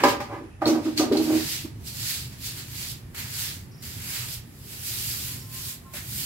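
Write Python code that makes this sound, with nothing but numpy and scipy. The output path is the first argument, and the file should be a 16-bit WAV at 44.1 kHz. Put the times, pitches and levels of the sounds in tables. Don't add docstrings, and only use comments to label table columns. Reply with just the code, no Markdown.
import sys
import numpy as np
from scipy import signal
from scipy.io import wavfile
from scipy.ndimage import uniform_filter1d

SR = 44100
rng = np.random.default_rng(int(sys.argv[2]) if len(sys.argv) > 2 else 0)


def unload_audio(sound):
    columns = np.transpose(np.atleast_2d(sound))
    steps = np.round(np.clip(columns, -1, 1) * 32767)
    wavfile.write(sys.argv[1], SR, steps.astype(np.int16))


def undo_db(level):
    steps = np.asarray(level, float) / 20
    return 10 ** steps


N = 275625
T = np.arange(N) / SR


def evened(x):
    return x / np.sqrt(np.mean(x ** 2) + 1e-20)


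def drifting(size):
    return evened(uniform_filter1d(rng.standard_normal(N), size=size))


def patchy(shape, frames, bins):
    smooth = uniform_filter1d(rng.standard_normal(shape), size=frames, axis=0)
    return evened(uniform_filter1d(smooth, size=bins, axis=1))


def read(points, hz):
    f, value = np.transpose(points)
    return np.interp(np.log(hz + 1), np.log(f + 1), value)


def columns(table, t, outside=-120):
    s, *cols = np.transpose(table)
    return [np.interp(t, s, c, outside, outside) for c in cols]


def resonate(x, hz, width):
    turn = np.exp(2j * np.pi * np.cumsum(hz * np.ones(len(x))) / SR)
    r = np.exp(-np.pi * abs(width) / SR)
    return 2 * (turn * signal.lfilter([1 - r], [1, -r], x / turn)).real


def ticks(count, per_s, spread_db):
    slips = rng.random(count) < per_s / SR
    size = undo_db(spread_db * np.minimum(rng.exponential(1, count), 5))
    return evened(slips * size * np.sign(rng.standard_normal(count)))


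EDGE_DB = 19.5
LIFT = 0.19


def swings(rows, t, bend):
    peak, rise, fall = np.abs(np.transpose(rows)[:3, :, None]) + 1e-4
    away = np.where(t < peak, (peak - t) / rise, (t - peak) / fall)
    return -EDGE_DB * (away ** bend + LIFT * away ** 4)


# (frequency [Hz], likeness [-1 to 1])
EAR_LIKENESS = [(60, 0.99), (180, 0.94), (550, 0.41), (1650, -0.27), (4970, -0.44), (15000, 0.01)]


def wash(colour, level_db, patchy_db):
    frames, hz = N // 512 + 5, np.fft.rfftfreq(2048, 1 / SR)
    a, b, c, d = rng.standard_normal((4, 1025, frames))
    same = np.clip(read(EAR_LIKENESS, hz), 0, 1)[:, None]
    left, other = a + 1j * b, c + 1j * d
    z = np.array([left, same * left + np.sqrt(1 - same ** 2) * other])
    patches = patchy((frames, 1025), 5, 4).T
    z *= undo_db(read(colour, hz)[:, None] + patchy_db * patches)
    return undo_db(level_db) * evened(signal.istft(z, nperseg=2048, noverlap=1536)[1][:, :N])


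# (frequency [Hz], density [dB per Hz])
RUMBLE_COLOUR = [(13, -54), (22, -26), (29, -14), (38, -12), (118, 2.5), (142, -1.5), (167, -9.5),
                 (210, -11.5), (236, -11), (320, -19), (376, -17), (422, -25), (700, -51), (910, -53),
                 (1540, -120)]
# (time [s], level [dB])
TRAFFIC_LEVEL = [(0.0, -43), (.12, -42.5), (.8, -45.5), (1.06, -45), (1.25, -42), (3.0, -41.5),
                 (4.9, -42.5), (5.33, -40.5), (5.7, -44.5), (6.25, -43)]


def traffic():
    return wash(RUMBLE_COLOUR, columns(TRAFFIC_LEVEL, T, -45)[0] + 0.86, 2.3)


# (frequency [Hz], density [dB per Hz])
AIR_COLOUR = [(240, -14), (400, -6), (927, -7), (1070, -9.5), (1480, -11), (1650, -10.5), (1780, -8),
              (3590, -19), (4190, -24), (6000, -22), (13300, -31), (15700, -36), (16500, -49)]


def open_air():
    return wash(AIR_COLOUR, -57, 1.0)


# (peak time [s], rise [s], fall [s], level [dB])
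HORN_GUSTS = [
    (5.31, .06, .15, -61),
    (5.44, .06, .05, -62),
    (5.58, .2, .05, -56.5),
    (5.68, .04, .15, -59),
    (5.875, .06, .14, -54),
]


def far_horn():
    db = (swings(HORN_GUSTS, T, 1.5) + np.transpose(HORN_GUSTS)[3:].T).max(axis=0)
    pitch_hz, sag_hz, settle_s = 1066, 38, 0.28
    since = np.maximum(T - HORN_GUSTS[0][0], 0)
    turns = 2 * np.pi * np.cumsum(pitch_hz - sag_hz * np.exp(-since / settle_s)) / SR
    flutter = drifting(1500)
    second_reed = undo_db(-12 + 3 * flutter) * np.sin(1.28 * turns)
    return undo_db(db + 1.5 + flutter) * (np.sin(turns) + second_reed)


# (time [s], pitch [Hz], level [dB])
CHIRPS = [
    (.505, 2500, -79),
    (.52, 2550, -64),
    (.57, 2600, -63),
    (.585, 2640, -88),
    (5.85, 3970, -90),
    (5.865, 3920, -74),
    (5.91, 3920, -75),
    (5.925, 3850, -82),
]


def bird():
    hz, db = columns(CHIRPS, T)
    return undo_db(db) * evened(resonate(rng.standard_normal(N), np.maximum(hz, 2400), 50))


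# (time [s], level [dB])
INSECT_BURSTS = [
    (3.708, -101),
    (3.716, -57),
    (3.818, -57),
    (3.83, -87),
    (5.38, -89),
    (5.4, -48),
    (5.49, -62),
    (5.51, -84),
]


def insect():
    throb = 0.85 + 0.35 * np.cos(2 * np.pi * 30 * (T - 3.72))
    wing = signal.butter(5, [4900, 5780], "band", fs=SR, output="sos")
    buzz = evened(signal.sosfilt(wing, ticks(N, 5000, 2.0)))
    chorus = resonate(resonate(rng.standard_normal(N), 10100, 900), 10100, 900)
    return undo_db(columns(INSECT_BURSTS, T)[0] - 1.5) * throb * buzz + undo_db(-72.5) * evened(chorus)


# (frequency [Hz], t60 [s])
YARD_T60 = [(150, 0.38), (1000, 0.35), (4000, 0.26), (14000, 0.1)]


def yard(x):
    size = SR // 2
    taps = np.zeros((2, size))
    at = np.arange(90, size - 20, 20)
    at = at + rng.integers(0, 20, (2, len(at)))
    np.put_along_axis(taps, at, rng.choice([-1., 1.], at.shape), axis=1)
    hz, t, z = signal.stft(taps, SR, nperseg=256)
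    decay = undo_db(-60 * t / read(YARD_T60, hz)[:, None])
    tail = signal.istft(z * decay, SR, nperseg=256)[1]
    tail[1] += signal.filtfilt(*signal.butter(1, 300, fs=SR), tail[0] - tail[1])
    return signal.fftconvolve(x[None], tail / np.linalg.norm(tail[0]), axes=1)[:, :N]


# (time [s], peak level [dB], pitch [Hz], t60 [s])
RIM_BITES = [
    (0.0358, -29, 5000, 0.07),
    (0.656, -17, 4150, 0.057),
    (0.68, -27, 5920, 0.15),
    (0.99, -25, 6100, 0.15),
    (0.9755, -14.5, 4400, 0.043),
    (1.121, -27, 4000, 0.075),
    (1.1706, -18, 4360, 0.035),
]


def rim_squeaks():
    out = np.zeros(N)
    for s, db, hz, t60 in RIM_BITES:
        chatter = evened(resonate(resonate(ticks(4000, 4500, 3.2), hz, 540), hz, 540))
        out[round(s * SR):][:4000] += undo_db(db - 4.5 - 60 * T[:4000] / t60) * chatter
    return out


# (peak time [s], rise [s], fall [s], hollow level [dB], wall level [dB])
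DRAG_JERKS = [(0.019, 0.11, 0.024, -24, -29), (.05, 0.011, .02, -40, -12.5), (0.063, .015, .14, -19.5, -22),
              (0.203, 0.012, 0.027, -26, -28.5), (0.333, 0.07, 0.085, -32.5, -30),
              (.43, 0.12, 0.071, -33.5, -58), (0.622, 0.013, 0.11, -26, -29), (.67, 0.015, 0.21, -10, -36),
              (.77, .15, 0.044, -18.5, -30.5), (.862, 0.014, 0.078, -15, -34.5),
              (1.0, 0.014, 0.093, -12.5, -23.5), (1.038, 0.078, 0.019, -8.5, -45),
              (1.125, 0.011, 0.14, -15, -35), (1.2, 0.17, 0.045, -13.5, -37.5),
              (1.324, 0.13, 0.06, -12.5, -33), (1.358, 0.032, 0.06, -13, -36.5),
              (1.65, 0.014, 0.017, -25, -61.5)]
# (time [s], peak level [dB], wall over hollow [dB], thud pitch [Hz])
BUCKET_KNOCKS = [(0.0358, -6.5, 3.5, 396), (0.047, -12.5, -2, 920), (0.056, -8.5, -10, 285),
                 (0.203, -20, -3, 314), (0.296, -29, -1, 855), (0.617, -17.5, 4.5, 790),
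                 (0.662, -3, -12.5, 333), (0.686, -9.5, -6.5, 330), (0.73, -24, -2, 285),
                 (0.749, -19, -5, 313), (0.853, -13.5, -22, 310), (0.995, -7, -9, 323),
                 (1.114, -2.5, -17, 414), (1.149, -12.5, -9, 330), (1.3, -16, -9, 340),
                 (1.653, -42.5, 0, 294), (5.936, -37.5, -1, 600)]
# (frequency [Hz], width [Hz], level [dB])
HOLLOW_MODES = [(241, 22, -4), (312, 24, 0), (395, 55, -5), (480, 50, -12), (150, 40, -22)]
# (frequency [Hz], width [Hz], level [dB])
FREE_WALL = [(425, 34, -7), (564.4, 33, 1.5), (706, 34, -15), (803, 28, 3.5), (1003, 54, -0.5),
             (1224, 47, -1.5), (1540, 120, -18), (1616, 15, -3), (1700, 39, -9.5), (2026, 15, -8.5),
             (2285, 75, -12), (2490, 62, -23)]
# (frequency [Hz], width [Hz], level [dB])
GRIPPED_WALL = [(581, 58, 0.5), (700, 73, -3.5), (792, 73, -4), (948, 34, -4.5), (1097, 31, -8),
                (1218, 130, -8.5), (1500, 63, -11), (1620, 74, -16), (1930, 89, -19), (2400, 110, -32)]
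GRIPPED_S = 0.6


def drag_tone(level_db):
    low_hz, lead_hz = HOLLOW_MODES[0][0], HOLLOW_MODES[1][0]
    turns = 2 * np.pi * np.cumsum(lead_hz + 9 * drifting(500)) / SR
    hum = np.cos(turns) + 0.1 * np.cos(2 * turns) + 0.47 * np.cos(turns * low_hz / lead_hz)
    return undo_db(level_db - 7.5) * hum


def bucket():
    coarse = T[::32]
    jerks = swings(DRAG_JERKS, coarse, 1.15)
    hollow_db, wall_db = (np.interp(T, coarse, (jerks + db[:, None]).max(axis=0))
                          for db in np.transpose(DRAG_JERKS)[3:])
    held = T >= GRIPPED_S
    out = drag_tone(hollow_db) * held
    t = T[:2000]
    rattle = rng.standard_normal((len(BUCKET_KNOCKS), len(t))) * undo_db(-60 * t / 0.041)
    for s, peak_db, _, thud_hz in BUCKET_KNOCKS:
        thud = np.sin(2 * np.pi * thud_hz * t) * np.minimum(t * thud_hz, 1)
        out[round(s * SR):][:len(t)] += undo_db(peak_db - 5 - 60 * t / 0.035) * thud
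    # (modes, drag level [dB], share of the wall level, when it rings, softness of contact [Hz])
    parts = ((HOLLOW_MODES, hollow_db - 8 * held, 0, 0.6, 520), (FREE_WALL, wall_db, 1, ~held, 2400),
             (GRIPPED_WALL, wall_db, 1, held, 2000))
    for modes, db, bright, when, soft_hz in parts:
        blows = np.zeros(N)
        for (s, peak_db, wall, _), burst in zip(BUCKET_KNOCKS, rattle):
            blows[round(s * SR):][:len(t)] += undo_db(peak_db + bright * wall) * burst
        click = np.eye(1, SR // 3)[0]
        rings = [undo_db(mode_db) * resonate(click, hz, width) for hz, width, mode_db in modes]
        rings = signal.lfilter(*signal.butter(2, soft_hz, fs=SR), rings)
        for k, ring in enumerate(rings / np.linalg.norm(rings)):
            jolts = undo_db(db - 4.5) * ticks(N, 900, 0.44) + (-1) ** k * undo_db(-3.5) * blows
            out += signal.oaconvolve(jolts * when, ring)[:N]
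    return out


# (peak time [s], rise [s], fall [s], hiss level [dB], rasp over hiss [dB])
RIM_SCRAPES = [(.005, 0.03, 0.031, -43, 21.5), (0.038, .005, 0.05, -28, 10.5),
               (0.094, 0.096, 0.068, -30, 2.5), (.21, 0.039, 0.11, -46.5, 5.5), (.33, .1, 0.24, -57.5, 10),
               (.62, 0.0079, 0.067, -48.5, 13), (.675, 0.024, .12, -32, -2.5),
               (.856, 0.076, 0.23, -43.5, -2), (.98, 0.019, 0.078, -30.5, -7.5),
               (1.124, 0.007, .1, -37.5, 3), (1.173, 0.019, 0.049, -33.5, -6)]
# (peak time [s], rise [s], fall [s], hiss level [dB], twig rasp over hiss [dB])
BROOM_STROKES = [(1.232, 0.061, 0.12, -38.5, -6), (1.38, 0.24, 0.23, -37, -1.5),
                 (1.529, 0.23, 0.15, -33.5, -8), (1.878, 0.042, 0.056, -39, -12.5),
                 (2.103, 0.25, .19, -32.5, -10), (2.33, 0.065, .1, -51.5, -1), (2.464, 0.087, .1, -36, -9),
                 (2.592, 0.14, 0.087, -42, -4), (2.82, 0.22, 0.18, -39, -6.5),
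                 (2.915, 0.15, 0.031, -40, -14), (3.187, 0.046, 0.17, -40, 0.5),
                 (3.419, 0.2, 0.19, -34.5, -7), (3.855, 0.051, 0.47, -45, -4.5),
                 (4.156, 0.23, 0.23, -37, -2.5), (4.34, 0.18, 0.064, -41, -7.5),
                 (4.655, 0.025, 0.11, -58.5, -10), (4.73, 0.11, 0.078, -47, -5),
                 (4.87, 0.079, 0.37, -38.5, -8.5), (5.09, 0.49, 0.35, -37.5, -9),
                 (5.29, 0.45, 0.19, -42, -5), (5.55, 0.062, 0.17, -44, -4),
                 (5.699, 0.26, 0.087, -40.5, -8.5), (5.97, 0.054, 0.086, -43.5, 3.5),
                 (6.2, 0.23, 0.4, -38, -7.5)]


def pressure(t):
    drop = np.vstack([swings(BROOM_STROKES, t, 1.24), swings(RIM_SCRAPES, t, 0.84)])
    peak, _, _, hiss, rasp = np.transpose(np.vstack([BROOM_STROKES, RIM_SCRAPES]))[..., None]
    by_broom = np.arange(len(peak))[:, None] < len(BROOM_STROKES)
    fizz = np.where(by_broom, -6 + 1.5 * peak, -8.5)
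    fizz = fizz + 0.5 * np.tanh((peak - t) / 0.017)
    light = np.minimum(-drop, EDGE_DB)
    power = undo_db(2 * (hiss + drop)) + 1e-14
    total = power.sum(axis=0)
    share = power / total
    trickle = undo_db(2 * -66.5) * (t > 0.61)
    rasp_db = (share * (rasp + 0.2 * light)).sum(axis=0)
    fizz_db = (share * (fizz + 0.1 * light)).sum(axis=0)
    return np.sqrt(total + trickle), rasp_db, fizz_db


# (frequency [Hz], density [dB per Hz])
SCRUB_COLOUR = [(290, -55), (500, -30.5), (546, -5), (605, -34), (787, -15.5), (966, -19.5), (2690, -3.5),
                (4830, 3.5), (5930, -1), (7710, 0.5), (9330, -4), (12100, 0.5), (15100, -5), (15800, -1),
                (16500, -54)]
# (time [s], peak level [dB], t60 [s])
FLOOR_SLAPS = [
    (0.035, -28, 0.081),
    (0.202, -35, 0.073),
    (0.6555, -37, 0.099),
    (0.975, -20.5, 0.28),
    (1.8312, -55, 0.12),
    (3.145, -36.5, 0.16),
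    (3.822, -39, 0.17),
    (5.9358, -33.5, 0.11),
]


def broom():
    slips = np.array([ticks(N, 14000, 3.7) for _ in range(3)])
    hz, t, z = signal.stft(slips, SR, nperseg=256, noverlap=192)
    hiss, rasp_db, fizz_db = pressure(t)
    low = 1 / (1 + (hz[:, None] / 2600) ** 6)
    high = 1 / (1 + (7600 / (hz[:, None] + 1)) ** 6)
    patches = patchy(z[0].T.shape, 30, 4).T
    colour_db = read(SCRUB_COLOUR, hz)[:, None] + low * (rasp_db + 13.5) + high * (fizz_db + 1.5)
    colour = undo_db(colour_db + 1.15 * patches)
    level = undo_db(5.5) * np.interp(T, t, hiss)
    for s, db, t60 in FLOOR_SLAPS:
        attack = np.clip((T - s) / 0.0015, 0, 1)
        level += undo_db(db - 6 - 60 * np.maximum(T - s, 0) / t60) * attack
    tips = level * evened(signal.istft(z * colour, SR, nperseg=256, noverlap=192)[1][:, :N])
    power = (colour / evened(colour).max() * np.interp(t, T, level)) ** 2
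    keep = undo_db(-120 * t[1] / read(YARD_T60, hz))
    late = np.sqrt([signal.lfilter([0, 1 - k], [1, -k], p) for k, p in zip(keep, power)])
    a, b = rng.standard_normal((2, 2) + late.shape)
    echoes = evened(signal.istft((a + 1j * b) * late, SR, nperseg=256, noverlap=192)[1][:, :N])
    return tips[0], undo_db(-1.5) * tips[1:] + undo_db(-38.5) * echoes


def scene():
    sweep, spread = broom()
    pail = bucket() + rim_squeaks()
    calls = insect() + far_horn() + bird()
    direct = undo_db(-8) * sweep + pail
    echoes = yard(undo_db(-5) * pail + undo_db(-10) * calls)
    near = np.array([np.roll(direct, shift=4), direct]) + spread + echoes + calls
    far = traffic() + open_air()
    return near * undo_db([[-1.1], [1.1]]) + far * undo_db([[-0.6], [0.6]])


def band_limit(x):
    return signal.sosfilt(signal.butter(12, 17060, fs=SR, output="sos"), x)


def record(dry):
    cut = signal.sosfilt(signal.butter(3, 42, "high", fs=SR, output="sos"), dry)
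    limit = signal.firwin(801, 15830, window=("kaiser", 10), fs=SR)
    mix = signal.oaconvolve(cut, limit[None], "same")
    return band_limit(mix)


dry = scene()
out = record(dry)
unload_audio(out)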